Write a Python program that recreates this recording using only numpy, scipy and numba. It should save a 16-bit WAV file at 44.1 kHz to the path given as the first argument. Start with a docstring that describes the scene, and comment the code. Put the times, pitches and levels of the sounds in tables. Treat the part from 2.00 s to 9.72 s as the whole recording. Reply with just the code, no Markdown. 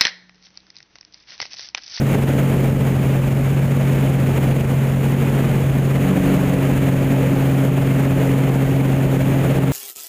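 """In the cockpit of a small biplane: a six-cylinder engine and its propeller drone as a sum of shaft orders.
For four seconds the shaft speed swings with each roll; as the rolls end it rises briefly, then settles near 45
turns per second with another balance of orders. Throughout, coloured noise makes the slipstream that buffets the
canopy and hisses past its seals, with brief surges in all bands, as when an input's gain recovers. The input is
overdriven: its gain control pumps, the waveform clips, and a bass cut bends the flat tops into ramps."""
import sys
import numpy as np
from scipy import signal
from scipy.fft import rfft, irfft, next_fast_len
from scipy.io import wavfile
from scipy.ndimage import map_coordinates
from numba import njit

SR = 44100
rng = np.random.default_rng(int(sys.argv[2]) if len(sys.argv) > 2 else 0)


def to_wav(sig):
    """Store sig (one row per channel, or 1-D mono) as 16-bit WAV at the path in sys.argv[1].

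    Samples outside -1..1 are clipped; the rate is SR.
    """
    pcm = np.clip(np.atleast_2d(sig), -1, 1) * 32767
    pcm = np.round(pcm).astype(np.int16)
    wavfile.write(sys.argv[1], SR, pcm.T)  # frames by channels


def how_loud(loudness_db):
    """Turn decibels into a plain amplitude multiplier (0 dB gives 1, 20 dB gives 10)."""
    steps = np.asarray(loudness_db, float) / 20
    return 10 ** steps


N = 340452

# shaft speed, swinging with each roll and rising briefly when the rolls end: time_s, speed_turns_per_s
SHAFT_SPEED = [(0.0, 45.55), (0.5, 45.3), (0.7, 44.68), (1.15, 44.68), (1.7, 45.72), (2.1, 45.3),
               (2.3, 44.85), (2.7, 44.8), (3.15, 45.52), (3.7, 45.08), (3.93, 45.15), (4.12, 46.45),
               (4.32, 46.6), (4.85, 44.95), (5.9, 45.0), (7.1, 44.78), (7.4, 44.96), (7.72, 44.96)]
REFERENCE_HZ = 45  # shaft speed from which deviations, faster or slower, are counted
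# the balance of the orders and layers shifts around the end of the rolls
ROLLS_END_S, SHIFT_S = 4.0, 0.15
# shaft orders: order_per_turn, rolls_level_db, after_level_db,
# deviation_db_per_turn_per_s (after the rolls only), slow_waver_db
SHAFT_ORDERS = [(1, -33.5, -32, -2, 0), (2, -34.5, -33.5, 4.5, -0.5), (2.5, -43, -34.5, 1, 1.5),
                (3, -13.5, -14.5, -2.5, 0.53), (4, -30, -25.5, 3, 1), (4.5, -38.5, -36.5, 2, 1),
                (5, -29, -42, 2, 0.3), (6, -35, -23.5, -1.5, .6), (7, -44, -40, 2, -1),
                (9, -43.5, -41, -1, 0), (12, -50.5, -41, -5, 0)]

# swings of the air noise, before each layer takes its share: time_s, air_level_db, extra_roar_level_db
AIR_SWINGS = [(0, 0.93, 0.48), (0.3, -1.3, 0.79), (0.9, -0.63, 1.7), (1.6, -0.31, -1.9), (2.1, 0.4, 0.5),
              (2.55, 2.2, -0.11), (2.93, -1.2, -0.94), (3.4, 1.6, -0.89), (3.75, -0.71, 0.3),
              (4.45, 1.1, .8), (4.8, 0.4, 0.19), (5.4, -0.71, 0.42), (5.86, -0.18, .3), (6.2, 1.1, 0.16),
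              (6.66, -0.48, 0.74), (7.19, -0.025, 0.41), (7.45, 1.2, .6), (7.72, 0.2, 0.93)]
# brief surges of the noise in all bands, as when an input's gain recovers, before each layer takes its share:
# centre_s, rise_db
NOISE_SURGES = [(0.149, 7), (0.299, 5), (.39, 5.5), (.88, 4.5), (1.28, 2), (2.38, 4.5), (2.45, 2.5),
                (5.65, 4), (6.21, 3.5), (7.14, 3), (7.46, 5)]
# relative spectrum of the low buffeting: frequency_hz, density_db_per_hz
BUFFET_SPECTRUM = [(15, -7), (28, -9.5), (45, -1), (75, -4), (115, -5.5), (160, -13.5), (210, -9.5),
                   (290, -11.5), (400, -54)]
# relative spectrum of the airframe's roar: frequency_hz, density_db_per_hz
ROAR_SPECTRUM = [(150, 13.5), (220, -2.5), (290, -3.5), (370, 0.5), (520, -3), (630, -5.5), (720, -14),
                 (860, -13), (1000, -28), (1500, -51)]
# relative spectrum of the rush over the canopy: frequency_hz, density_db_per_hz
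RUSH_SPECTRUM = [(600, 4), (1000, 2.5), (1500, 1.5), (2400, 1), (3000, -4), (3500, -9.5), (4300, -17.5),
                 (5400, -28.5), (7000, -44)]
# relative spectrum of the hiss at the seals: frequency_hz, density_db_per_hz
HISS_SPECTRUM = [(3500, -20), (5100, -14.5), (6100, -9), (6600, 0), (8200, -7), (10000, -3.5), (11100, -6),
                 (11600, -4), (12600, -8.5), (14200, 0), (15200, -3.5), (16500, -21)]
# buffet, roar, rush, hiss in turn: rolls_level_db, after_level_db, swing_share (factor), own_gust_db,
# flutter_db, flutter_knots_per_s, surge_share (factor)
AIR_LAYERS = [(-19, -20.5, .4, .5, 0.5, 14, 0.22), (-24.5, -23.5, .9, 0.4, 0.33, 30, 1.13),
              (-35.5, -35, .75, 0.06, 0.2, 35, 0.81), (-45.5, -45, 0.66, 0.04, 0.24, 30, 0.86)]
GUST_KNOTS_PER_S = 3.5

CLIP_LEVEL, BASS_CUT_HZ, TOP_HZ = 0.555, 216, 15310


def engine():
    """Harmonic synthesis: orders locked to the shaft angle add up to a trough of pressure, each fluttering."""
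    speed, = curves(SHAFT_SPEED)
    after = rolls_over()
    # firings are never quite even: the shaft angle wanders (radians)
    angle = 2 * np.pi * np.cumsum(speed) / SR + 0.02 * wobble(12)
    sound = 0
    # half orders occur because each cylinder fires every second turn
    for order, rolls_db, after_db, deviation_db, waver_db in SHAFT_ORDERS:
        shift_db = after_db - rolls_db + deviation_db * (speed - REFERENCE_HZ)
        level_db = rolls_db + after * shift_db + waver_db * wobble(3) + 0.5 * wobble(9)
        phase = order * angle + order_drift(order)
        sound = sound - how_loud(level_db) * np.sqrt(2) * np.cos(phase)
    return sound


def order_drift(order):
    """Phase drift: all but the firing order arrive through shaking panels and wander against it (radians)."""
    if order == 3:  # six cylinders fire three times a turn
        return 0
    drift = 0.42 * wobble(9)
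    if order == 5:
        drift = drift - np.pi / 2  # a quarter cycle out of step
    return drift


def slipstream():
    """Turbulence noise: buffeting, airframe roar, canopy rush and seal hiss, each fluttering in its own way."""
    air_db, roar_db = curves(AIR_SWINGS)
    time = np.arange(N) / SR
    surge_db = sum(rise_db * np.exp(-((time - centre) / 0.015) ** 2) for centre, rise_db in NOISE_SURGES)
    own_swings_db = (0, roar_db, 0, 0)
    spectra = (BUFFET_SPECTRUM, ROAR_SPECTRUM, RUSH_SPECTRUM, HISS_SPECTRUM)
    sound = 0
    for layer, spectrum, own_db in zip(AIR_LAYERS, spectra, own_swings_db):
        rolls_db, after_db, swing_share, gust_db, flutter_db, flutter_rate, surge_share = layer
        level_db = rolls_db + (after_db - rolls_db) * rolls_over()
        level_db = level_db + swing_share * air_db + surge_share * surge_db + own_db
        level_db = level_db + gust_db * wobble(GUST_KNOTS_PER_S) + flutter_db * wobble(flutter_rate)
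        sound = sound + how_loud(level_db) * noise(spectrum)
    return sound


def noise(spectrum):
    """Spectral shaping: white noise filtered through (Hz, dB) points and scaled to an rms of 1."""
    size = next_fast_len(N + 8192)
    hz, db = np.transpose(spectrum)
    log_hz = np.log(np.fft.rfftfreq(size, 1 / SR) + 1)
    colour = how_loud(np.interp(log_hz, np.log(hz), db, left=-120))
    shaped = irfft(rfft(rng.standard_normal(size)) * colour, size)[:N]
    return shaped / shaped.std()


def rolls_over():
    """Logistic transition: near 0 during the rolls, near 1 in the steady flight after them."""
    return 1 / (1 + np.exp((ROLLS_END_S - np.arange(N) / SR) * 4 / SHIFT_S))


def wobble(rate):
    """Slow random modulation: a spline through random knots, rate knots a second."""
    knots = rng.standard_normal(int(N * rate / SR) + 4)
    return map_coordinates(knots, [np.arange(N) * rate / SR])


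def curves(rows):
    """Linear interpolation in time: one value per sample for each column after the time."""
    seconds, *columns = np.transpose(rows)
    return [np.interp(np.arange(N) / SR, seconds, column) for column in columns]


def scene():
    """Superposition: the pressures of engine and slipstream add at the microphone."""
    return (engine() + slipstream())[None]


@njit
def gain_control(x, limit, fall, rise, follow):
    """Feedback limiting: the aim falls fast over the limit and creeps up otherwise; the gain lags behind."""
    out, aim, gain = np.empty_like(x), 1.0, 1.0
    for i in range(len(x)):
        out[i] = gain * x[i]
        aim *= fall if abs(out[i]) > limit else rise
        gain += follow * (aim - gain)
    return out


def band_limit(x):
    """A steep low-pass at the top of the band."""
    return signal.sosfilt(signal.butter(12, 16030, fs=SR, output="sos"), x)


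def record(dry):
    """Overload: gain control, input clipping, a one-pole bass cut, a second clipping and a band limit."""
    fall_db_per_ms, rise_db_per_ms, lag_ms = -2.2, 0.19, 2.7
    per_ms = SR / 1000  # samples in a millisecond
    fall, rise = how_loud(fall_db_per_ms / per_ms), how_loud(rise_db_per_ms / per_ms)
    levelled = gain_control(dry[0], CLIP_LEVEL, fall, rise, 1 / (lag_ms * per_ms))
    clipped = np.clip(levelled, -CLIP_LEVEL, CLIP_LEVEL)
    # the bass cut follows the clipper, so a flat top decays smoothly towards zero
    pole = np.exp(-2 * np.pi * BASS_CUT_HZ / SR)
    ramped = signal.lfilter([1, -1], [1, -pole], clipped - clipped[0])
    ramped = np.clip(ramped, -0.5, 0.5)
    passband = np.fft.rfftfreq(N, 1 / SR) < TOP_HZ
    mix = irfft(rfft(ramped) * passband, N)
    return band_limit(mix[None])


dry = scene()
out = record(dry)
to_wav(out)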